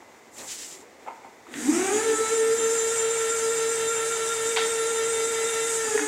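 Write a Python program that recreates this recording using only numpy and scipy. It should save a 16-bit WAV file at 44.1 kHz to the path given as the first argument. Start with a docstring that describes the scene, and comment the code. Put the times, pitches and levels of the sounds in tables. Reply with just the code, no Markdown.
"""After a faint soft onset, a close rustle and dull knocks, an electric order picker raises its platform.
A distant motor glides upward in the warehouse; then the picker's motor spins up and drives its gear pump.
Twelve teeth give a hum and shaft multiples a whine, while turbulent oil rushes and hisses as filtered noise.
The load bounces on the oil column and rocks the speed; struck mast modes clank and the cover booms.
Near the end the motor sags, the hiss swells and the last clanks ring, over a steady wash of noise and faint tones."""
import sys
import numpy as np
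from scipy import signal
from scipy.fft import rfft, irfft
from scipy.io import wavfile
from scipy.ndimage import uniform_filter1d

SR = 44100
rng = np.random.default_rng(int(sys.argv[2]) if len(sys.argv) > 2 else 0)


def transcribe(signal):
    """Save signal, clipped to [-1, 1], as a 16-bit WAV file at the path in sys.argv[1]."""
    frames = np.atleast_2d(signal).T
    limited = np.clip(frames, -1, 1)
    pcm = np.round(limited * 32767).astype(np.int16)
    wavfile.write(sys.argv[1], SR, pcm)


N = 267687
T = np.arange(N) / SR  # s
HZ = np.maximum(np.arange(N + 1) * SR / (2 * N), 1)  # frequency axis of the filters
TEETH = 12
FULL_SPEED = 37.8  # turns per s

# the pump takes up its load: moment of half level and time constant
WHINE_ON_S, WHINE_ATTACK_S = 1.526, 0.023
HISS_ON_S, HISS_ATTACK_S = 1.57, 0.026
WHINE_DB, HISS_DB = -32, -29.5  # drive levels that the whine and oil layers are scaled from
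# extra effort while the platform gets moving
STRAIN_S, STRAIN_LENGTH_S, STRAIN_DB = 1.89, 0.12, 1.5
# the oil hisses harder in the last sag
SAG_S, SAG_LENGTH_S, SAG_HISS_DB = 5.8, 0.21, 2.5
# the gear overtones stand out while the motor accelerates
GRIND_S, GRIND_LENGTH_S, GRIND_DB = 1.44, 0.5, 3.5
BOUNCE_SWING_HZ = .65  # quickening of the shaft at the top of a bounce
JUDDER_TURNS = .0004  # spread of the shaft angle when well below full speed
# narrow resonances that whistle when a shaft multiple meets them
HIGH_WHISTLE_HZ, LOW_WHISTLE_HZ = 7259, 2035
# nominal speed of the pump shaft: spin-up, overshoot and two sags [time_s, speed_turns_per_s]
SHAFT_SPEED = [(1.4, 0), (1.55, 13), (1.62, 17.8), (1.7, 25.3), (1.79, 30.5), (1.88, 33), (1.96, 35.6),
               (2.05, 38), (2.13, 36.55), (2.27, 36.8), (2.33, 37.7), (2.38, 37.35), (2.5, 37.4),
               (2.65, 37.6), (5.62, 37.62), (5.77, 37.7), (5.855, 37.2), (5.9, 35.6), (5.945, 34.8),
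               (6.04, 35.8), (6.07, 35.8)]
# level of each whistling resonance [time_s, level_db]
HIGH_WHISTLE_LEVEL = [(2.45, -50), (2.62, -32), (2.88, -33), (3.0, -33.5), (3.9, -38), (4.4, -47),
                      (5.7, -45), (5.85, -63)]
LOW_WHISTLE_LEVEL = [(4.55, -53), (4.949, -48), (5.4, -43), (5.7, -45), (5.8, -66)]


def lift():
    """Phase coupling: the integral of one shaft speed drives hum, whine and oil noise together."""
    speed = uniform_filter1d(curve(SHAFT_SPEED), SR // 25) + BOUNCE_SWING_HZ * surge()
    speed = speed * (1 + 0.0004 * walk(30))
    pace = speed / FULL_SPEED
    turns = np.cumsum(speed) / SR
    judder = JUDDER_TURNS * gliding_share(speed) * walk(70)

    strain_db = STRAIN_DB * swell(STRAIN_S, STRAIN_LENGTH_S)
    sag_db = SAG_HISS_DB * swell(SAG_S, SAG_LENGTH_S)
    grind_db = GRIND_DB * swell(GRIND_S, GRIND_LENGTH_S)
    whine = rise(WHINE_ON_S, WHINE_ATTACK_S) * undb(WHINE_DB + strain_db + 0.61 * walk(14))
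    hiss = rise(HISS_ON_S, HISS_ATTACK_S) * undb(HISS_DB + strain_db + sag_db + 0.83 * walk(12))

    hum = pump_hum(turns, speed, running=np.minimum(whine / whine.mean(), 1)) * undb(-0.68)
    lines = pump_whine(turns + judder, speed, whine * undb(31.5 + grind_db), hiss * undb(30.5))
    whistles = hall(singing(turns), wet_db=1, t60=0.21)
    whistles = whistles + whistle(turns, HIGH_WHISTLE_HZ, HIGH_WHISTLE_LEVEL)
    whistles = whistles + whistle(turns, LOW_WHISTLE_HZ, LOW_WHISTLE_LEVEL)

    body = oil(turns, HOUSING_RESPONSE, pulsing=0.16, repeat_db=-14) * whine * undb(-7.0)
    # plain hiss gives way to the pitched squeal as the pump comes up to speed
    pitched = .35 * np.minimum(pace, 1) ** 3
    plain = oil(turns, HISS_RESPONSE, pulsing=0.15, repeat_db=-41)
    hissing = plain * np.sqrt(1 - pitched) + squeal(turns) * np.sqrt(pitched)
    hissing = hissing * hiss * undb(-4.5 - 1.28 * pace ** 4)
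    flow = hall(body + hissing, wet_db=-7, t60=0.87)
    return hum + booms() + whistles + hall(lines, wet_db=-0.5, t60=0.68) + flow


THROB_LEAD_S = 0.061  # the sound throbs with the bounce, ahead of the speed
HUM_THROB_DB = 2.5  # times a share from -0.5 to 0.5 set by the speed
# share of the panels in the hum, at steady speed and added far below it
GROAN_STEADY_DB, GROAN_GLIDING_DB = -27, -8.5
# relative level of the tooth-rate hum [time_s, level_db]
HUM_LEVEL = [(1.45, -78), (1.49, -46), (1.64, -34), (1.68, -23), (1.76, -22.5), (1.85, -28.5), (1.9, -28),
             (1.94, -19.5), (2.02, -30), (2.12, -19), (2.17, -35), (2.21, -20.5), (2.27, -35.5),
             (2.34, -22.5), (2.42, -20), (2.98, -28.5), (3.04, -25.5), (3.41, -29), (3.44, -25),
             (4.36, -31.5), (4.47, -27.5), (5.12, -26.5), (5.935, -30.5), (5.957, -18.5), (5.985, -28),
             (6.07, -31.5)]
# panels that groan while the speed changes [pitch_hz, width_hz, level_db]
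PANEL_MODES = [(242, 11, -12), (250, 25, 10), (295, 35, 12), (334, 9.3, 1), (357, 4.8, -15)]


def pump_hum(turns, speed, running, wet_db=-10, gliding_db=7):
    """Tooth-rate excitation: a gliding tone beats against its echoes and shakes resonant panels."""
    tone = np.sin(2 * np.pi * TEETH * turns + .07 * walk(40)) * running
    tone = shape(tone, 1 / (1 + (228 / HZ) ** 14))  # the small housing radiates little bass
    gliding = gliding_share(speed)
    echoes = hall(tone, wet_db=40, t60=1.2)
    panel_band = 1 / (1 + (220 / HZ) ** 14) / (1 + (HZ / 450) ** 6)
    groan = unit(shape(noise(), abs(resonances(PANEL_MODES)) * panel_band))
    slowness = np.clip((1 - speed / FULL_SPEED) * 5, 0, 1)
    shaken = undb(GROAN_STEADY_DB) + undb(GROAN_GLIDING_DB) * slowness ** 1.2
    field = tone + echoes * undb(wet_db + gliding_db * gliding) + groan * shaken
    level = fader(HUM_LEVEL) * undb(HUM_THROB_DB * bounce(THROB_LEAD_S) * (0.5 - gliding))
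    running_power = uniform_filter1d(field ** 2, SR // 14)
    return field / np.sqrt(np.maximum(running_power, 1e-4)) * level


# overtones of gears and motor, relative levels [shaft_multiple, level_db]
GEAR_OVERTONES = [(16, -54), (22, -54.5), (24, -44.5), (26, -56), (34, -52), (35, -55), (36, -49),
                  (37, -55), (40, -55), (44, -53), (48, -42.5), (60, -46.5), (66, -58), (72, -48),
                  (78, -57), (84, -53), (90, -57), (96, -51), (105, -53), (108, -58), (120, -56),
                  (132, -53), (144, -55), (150, -59), (156, -54), (162, -55), (168, -49), (180, -50),
                  (186, -51), (192, -48), (197, -49), (204, -43.5), (216, -43.5), (228, -45), (240, -51),
                  (252, -55), (264, -52), (276, -57), (288, -61), (300, -63), (312, -63), (324, -67),
                  (336, -66)]
# multiples that swell or fade at the top of each bounce {shaft_multiple: change_db}
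SURGING_OVERTONES = {24: -11, 180: -3, 216: 5, 228: -3}
# cover resonances that the overtones sweep through [pitch_hz, width_hz, boost_db]
COVER_MODES = [(770, 220, 19), (1340, 160, 0), (2300, 700, 5), (3900, 250, 1)]
# colour of the hiss, squeal and high lines, with a dip near 5.2 kHz [pitch_hz, level_db]
HISS_RESPONSE = [(3000, -17.5), (4200, -17.5), (4800, -6), (5200, -11), (5800, -3.5), (6700, 1),
                 (7500, 2.5), (8800, -2), (10500, -13), (13000, -17), (15500, -32)]


def cover_lift(hz):
    """Resonant gain: the cover lifts a tone that passes one of its modes."""
    return 1 + sum(undb(boost) / (1 + (2 * (hz - mode) / width) ** 2)
                   for mode, width, boost in COVER_MODES)


def hiss_gain(hz):
    """Spectral envelope: a high line takes the gain of the hiss colour at its own frequency."""
    hiss_hz, hiss_db = np.transpose(HISS_RESPONSE)
    return undb(np.interp(hz, hiss_hz, hiss_db))


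def pump_whine(turns, speed, whine, hiss, split_hz=4400):
    """Harmonic synthesis: shaft multiples follow the cover below the split, the hiss colour above it."""
    out, pace, top = 0, speed / FULL_SPEED, surge()
    meshed = np.clip((pace - .5) * 5, 0, 1)
    for order, db in GEAR_OVERTONES:
        if order * FULL_SPEED < split_hz:
            gain, drive = cover_lift, whine * pace
        else:
            gain, drive = hiss_gain, hiss * pace ** 2
        if order in SURGING_OVERTONES:
            drive = drive * undb(SURGING_OVERTONES[order] * top)
        relative_gain = gain(order * speed) / gain(order * FULL_SPEED)
        out = out + undb(db) * drive * relative_gain * overtone(turns, order)
    return out * meshed


def overtone(turns, order):
    """Narrow-band modulation: one shaft multiple flutters in level and phase; rms near 1."""
    phase = 2 * np.pi * order * turns
    blur = .25 + .08 * order / 100
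    line = np.sin(phase) * (1 + blur * walk(30)) + np.cos(phase) * blur * walk(30)
    return line * np.sqrt(2 / (1 + 2 * blur ** 2))


# colour of the pump housing [pitch_hz, level_db]
HOUSING_RESPONSE = [(40, -42), (55, -14), (75, -7.5), (125, -2), (180, -3), (280, -14), (420, 10.5),
                    (600, -2), (820, 0.5), (1100, -5.5), (1400, 0.5), (1900, 5.5), (2700, -5.5), (3800, -3),
                    (4200, -10.5), (4700, -20), (5200, -36), (7000, -22.5)]


def oil(turns, points, pulsing, repeat_db):
    """Modulated turbulence: each tooth pulses the noise, and a gear rasp repeats on every turn."""
    rush = noise() * (1 + pulsing * np.cos(2 * np.pi * TEETH * turns))
    one_turn = signal.resample(rng.standard_normal(640), 8192)
    angle = (turns % 1 * len(one_turn)).astype(int)
    rasp = one_turn[angle] * (1 + 0.55 * walk(30))
    return colour(rush + undb(repeat_db) * rasp, points)


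def squeal(turns, width=170):
    """Periodic narrow-band noise: oil squeezed between teeth hisses at high tooth-rate multiples."""
    out = 0
    for k in range(11, 28):
        phase = 2 * np.pi * TEETH * k * turns
        band = np.sin(phase) * walk(width) + np.cos(phase) * walk(width)
        out = out + band * undb(3.8 * walk(11))
    return colour(out, HISS_RESPONSE)


SING_ATTACK_S, SING_RELEASE_S, SING_THROB_DB = 0.34, 0.065, 1.2
# dips as a swaying tone crosses a standing wave
STANDING_WAVE_DB, STANDING_WAVE_LEAD_S = 9, .009
# gear and motor tones that sing for a stretch; ramps lie outside it, and a stretch that ends
# before it starts peaks below the given relative level [start_s, end_s, level_db]
SINGING_STRETCHES = [(2.165, 2.278, -36.5), (2.53, 4.3, -37.5), (4.4, 5.84, -36.5), (3.6, 3.5, -47),
                     (5.7, 6.7, -50), (4.3, 5.72, -44.5), (3, 5.5, -55), (2.36, 2.27, -40.5),
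                     (2, 6.05, -39), (2.2, 1.8, -46)]
# the multiple for each stretch [shaft_multiple]
SINGING_MULTIPLES = [36, 36, 36, 48, 48, 96, 96, 108, 192, 228]


def singing(turns):
    """Standing waves: sustained tones throb and cross a dead spot of the hall twice on each swing."""
    tones = sum(overtone(turns, round(order)) * undb(db) * hold(start, end, SING_ATTACK_S, SING_RELEASE_S)
                for order, (start, end, db) in zip(SINGING_MULTIPLES, SINGING_STRETCHES))
    sway = bounce(STANDING_WAVE_LEAD_S + .012 * walk(5))
    dead_spot = (1 - sway ** 2) ** 2 * hold(2.5, 5.75, .1, .1)
    throb_db = SING_THROB_DB * bounce(THROB_LEAD_S)
    return tones * undb(throb_db - STANDING_WAVE_DB * dead_spot + 1.05 * walk(16))


def whistle(turns, hz, levels, width_hz=7):
    """Forced resonance: a fixed narrow mode flutters as the nearest shaft multiple rocks across it."""
    gain = fader(levels)
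    fed = overtone(turns, round(hz / FULL_SPEED)) * gain
    ring = shape(fed, resonances([(hz, width_hz, 0)]))
    return unit(ring) * np.sqrt(np.mean(gain ** 2))


BOOM_HZ = 294.3
# brief booms of the cover while the speed changes [centre_s, half_length_s, level_db]
COVER_BOOMS = [(1.584, 0.015, -33.5), (1.696, 0.012, -14.5), (2.127, 0.059, -37), (6.027, 0.026, -29.5)]


def booms():
    """Modal resonance: the lowest ring of the cover swells briefly."""
    ring = np.sqrt(2) * np.sin(2 * np.pi * BOOM_HZ * T + 0.38 * walk(40))
    return ring * sum(undb(db) * swell(s, half_length) for s, half_length, db in COVER_BOOMS)


def gliding_share(speed):
    """Speed deficit: 0 at full speed, 1 from a tenth below it."""
    return np.clip((1 - speed / FULL_SPEED) * 10, 0, 1)


BOUNCE_HZ, BOUNCE_S = 5.11, 4.116  # rate, and one moment of top speed


def bounce(lead=0):
    """Mass-spring oscillation: the platform swings on the oil column from -1 to 1."""
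    return np.cos(2 * np.pi * BOUNCE_HZ * (T + lead - BOUNCE_S))


def surge():
    """Nonlinear oscillation: a brief quickening at the top of each bounce, from 0 to 1."""
    return ((1 + bounce()) / 2) ** 3 * hold(2.5, 5.75, .25, .1)


def blow(start, db, t60, response, chatter_db=-20, uneven_db=3):
    """Impulse excitation: a push and decaying chatter ring a body; level is energy over 10 ms."""
    struck = 1. * (T > start)
    decay = np.exp(-np.log(1000) * np.maximum(T - start, 0) / t60)
    chatter = unit(noise() * undb(uneven_db * walk(300))) * struck * decay
    push = np.diff(struck, prepend=0)
    ring = shape(push + undb(chatter_db) * chatter, response)
    return undb(db) * ring / np.sqrt(np.sum(ring ** 2) / (SR / 100))


# dull knocks, after a faint soft onset at the very start [start_s, level_db, chatter_t60_s]
DULL_ONSETS = [(0.02, -46, 0.094), (1.064, -37, 0.13), (1.076, -29.5, 0.086), (1.098, -35.5, 0.2),
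               (1.236, -38.5, 0.21), (1.402, -49.5, 0.13)]
# body of the onset and knocks [pitch_hz, width_hz, level_db]
DULL_MODES = [(400, 150, -9), (540, 110, -6), (770, 70, 9), (899, 70, 13), (1250, 140, -2), (2120, 260, 0),
              (7200, 1100, -4)]
# clanks of the mast [start_s, level_db, chatter_t60_s, contact_pitch_hz]
MAST_CLANKS = [(1.468, -47, 0.055, 1210), (1.540, -38, 0.01, 2380), (4.563, -28, 0.038, 2800),
               (4.568, -25, 0.04, 2610), (4.572, -26, 0.08, 860), (4.573, -22, 0.23, 3400),
               (4.581, -28, 0.05, 1600), (4.592, -29, 0.089, 3550), (4.606, -29, 0.17, 2240),
               (5.977, -26, 0.043, 1820), (5.994, -27.5, 0.038, 1545)]
# steel of the mast [pitch_hz, width_hz, level_db]
MAST_MODES = [(940, 150, 16.5), (1320, 330, 9.5), (1835, 180, 10.5), (2040, 98, 1), (2700, 150, -1),
              (3170, 130, 3.5), (3540, 140, 3), (4470, 200, 2)]


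def impacts(contact_width=0.34, soft_hz=1700, hard_hz=4800):
    """Modal excitation: soft onsets sound dull and woody; hard clanks favour modes near their pitch."""
    body = resonances(DULL_MODES) / (1 + 1j * HZ / soft_hz) ** 2 / (1 + 200 / (1j * HZ)) ** 2
    steel = resonances(MAST_MODES) / (1 + 1j * HZ / hard_hz - (HZ / hard_hz) ** 2) ** 2
    dull = sum(blow(s, db, t60, body, chatter_db=-16) for s, db, t60 in DULL_ONSETS)
    clanks = sum(blow(s, db, t60, steel * resonances([(hz, contact_width * hz, 0)]))
                 for s, db, t60, hz in MAST_CLANKS)
    return hall(dull, wet_db=-10.0, t60=0.57) + hall(clanks, wet_db=-11.0, t60=0.97)


# contact close by starts, holds and lets go
RUSTLE_START_S, RUSTLE_END_S = 0.388, 0.66
RUSTLE_ATTACK_S, RUSTLE_RELEASE_S = 0.082, 0.2
RUB_DB, SWISH_DB, BRUSH_DB = -53.5, -45, -43.5  # before the strokes are added
# colour of the rubbing [pitch_hz, level_db]
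RUB_RESPONSE = [(150, -14), (400, -12), (1200, -11), (2000, -2.5), (3500, -1), (5000, -0.5), (7000, 4),
                (15000, -29)]
# strokes of the rubbing [centre_s, half_length_s, level_db]
RUB_STROKES = [(0.397, 0.024, -46), (0.515, 0.037, -37), (0.622, 0.057, -41.5), (0.737, 0.029, -42),
               (0.817, 0.025, -47)]


def rustle(grain_db=1.0, brush_s=0.063, swish_share=0.25):
    """Frictional noise: a dull brush at contact, strokes of dense tiny slips, and a bright swish."""
    contact = hold(RUSTLE_START_S, RUSTLE_END_S, RUSTLE_ATTACK_S, RUSTLE_RELEASE_S)
    press = sum(undb(db) * swell(s, half_length) for s, half_length, db in RUB_STROKES)
    grains = np.repeat(rng.standard_normal(N // 64 + 1), 64)[:N]
    slips = colour(noise() * undb(grain_db * grains), RUB_RESPONSE)
    swish = unit(shape(noise() * undb(1.0 * walk(121.0)), resonances([(7400, 1050, 0)])))
    brush = colour(noise(), HALL_RESPONSE) * swell(RUSTLE_START_S + brush_s / 2, brush_s)
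    rubbing = slips * (undb(RUB_DB) + press)
    swishing = swish * (undb(SWISH_DB) + swish_share * press)
    return contact * (rubbing + swishing + brush * undb(BRUSH_DB))


HALL_DB = -51
# a motor speeds up far down the hall
FAR_S, FAR_LENGTH_S, FAR_DB = 0.78, 0.15, -50
FAR_HZ, FAR_GLIDE_HZ_PER_S = 406, 750
# colour of the hall's wash, also of the rustle's brush [pitch_hz, level_db]
HALL_RESPONSE = [(30, -40), (80, -9.5), (160, -11.5), (220, -2.5), (440, 1.5), (600, -2.5), (850, -2),
                 (1400, -9.5), (2100, -6.5), (3000, -17.5), (5000, -19), (7300, -16), (10000, -27.5),
                 (15000, -31)]
# faint electrical tones of the idle truck, relative levels [pitch_hz, level_db]
IDLE_TONES = [(2024, -64), (3585, -76), (4285, -92)]


def warehouse(idle_db=-1):
    """Ambient superposition: a wash of distant work, a far gliding motor and faint truck tones."""
    uneven = undb(0.61 * walk(25.0) + 0.09 * walk(8.2))
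    wash = colour(noise() * uneven, HALL_RESPONSE) * undb(HALL_DB)
    far_hz = (FAR_HZ + FAR_GLIDE_HZ_PER_S * (T - FAR_S)) * (1 + 0.042 * walk(69.8))
    far_tone = np.sin(2 * np.pi * np.cumsum(far_hz) / SR) * swell(FAR_S, FAR_LENGTH_S)
    far = hall(far_tone, wet_db=2, t60=0.55) * undb(FAR_DB)
    tones = sum(undb(db) * np.sqrt(2) * np.sin(2 * np.pi * hz * T + 0.82 * walk(6.9))
                for hz, db in IDLE_TONES)
    return wash + far + tones * undb(idle_db)


def hall(x, wet_db, t60):
    """Diffuse reverberation: racks and concrete scatter echoes whose treble dies first."""
    tail = noise()
    low = shape(tail, 1 / (1 + 1j * HZ / 3000))
    echo = low * undb(-60 * T / t60) + (tail - low) * undb(-120 * T / t60)
    echo *= T > .008  # the first echo comes after 8 ms
    echo /= np.sqrt(np.sum(echo ** 2))
    wet = undb(wet_db)
    return (x + wet * signal.fftconvolve(x, echo)[:N]) / np.sqrt(1 + wet ** 2)


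def resonances(modes):
    """Modal superposition: the summed response of (Hz, width Hz, dB) modes."""
    return sum(undb(db) / (1 + 1j * (HZ ** 2 - hz ** 2) / (HZ * width)) for hz, width, db in modes)


def shape(x, gain):
    """Linear filtering: multiply the spectrum by a frequency response."""
    return irfft(rfft(x, 2 * N) * gain)[:N]


def colour(x, points):
    """Spectral colouration: filter by (Hz, dB) points; rms 1."""
    hz, db = np.transpose(points)
    return unit(shape(x, undb(np.interp(np.log(HZ), np.log(hz), db))))


def noise():
    """White noise: independent Gaussian samples."""
    return rng.standard_normal(N)


def walk(rate):
    """Band-limited fluctuation: a smooth wander through rate random points per second, spread near 1."""
    return np.interp(T * rate, np.arange(8192) / 4, signal.resample(rng.standard_normal(2048), 8192))


def undb(db):
    """Logarithmic level: decibels to amplitude gain."""
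    return 10 ** (np.asarray(db) / 20)


def unit(x):
    """Power normalization: scale to an rms of 1."""
    return x / np.sqrt(np.mean(x ** 2))


def curve(rows):
    """Linear interpolation: join (s, value) rows by straight lines."""
    rows = np.array(rows)
    return np.interp(T, rows[:, 0], rows[:, 1])


def fader(rows):
    """Level envelope: gain from an (s, dB) curve, silent before its start."""
    return undb(curve(rows)) * (T > rows[0][0])


def swell(centre, half_length):
    """Gaussian envelope: a rise and fall with a top of 1."""
    return np.exp(-((T - centre) / half_length) ** 2)


def rise(middle, time_constant):
    """Logistic envelope: an S-shaped climb from 0 to 1."""
    return .5 + .5 * np.tanh((T - middle) / (2 * time_constant))


def hold(start, end, attack, release):
    """Trapezoidal envelope: full from start to end, with a straight ramp on either side."""
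    return np.clip(1 + np.minimum((T - start) / attack, (end - T) / release), 0, 1)


def scene():
    """Superposition: all sources add at one microphone."""
    return (lift() + impacts() + rustle() + warehouse())[None]


def record(dry):
    """Low-pass filtering: a steep elliptic filter cuts the top above 15750 Hz."""
    return signal.sosfilt(signal.ellip(10, .2, 80, 15750, fs=SR, output="sos"), dry)


dry = scene()
out = record(dry)
transcribe(out)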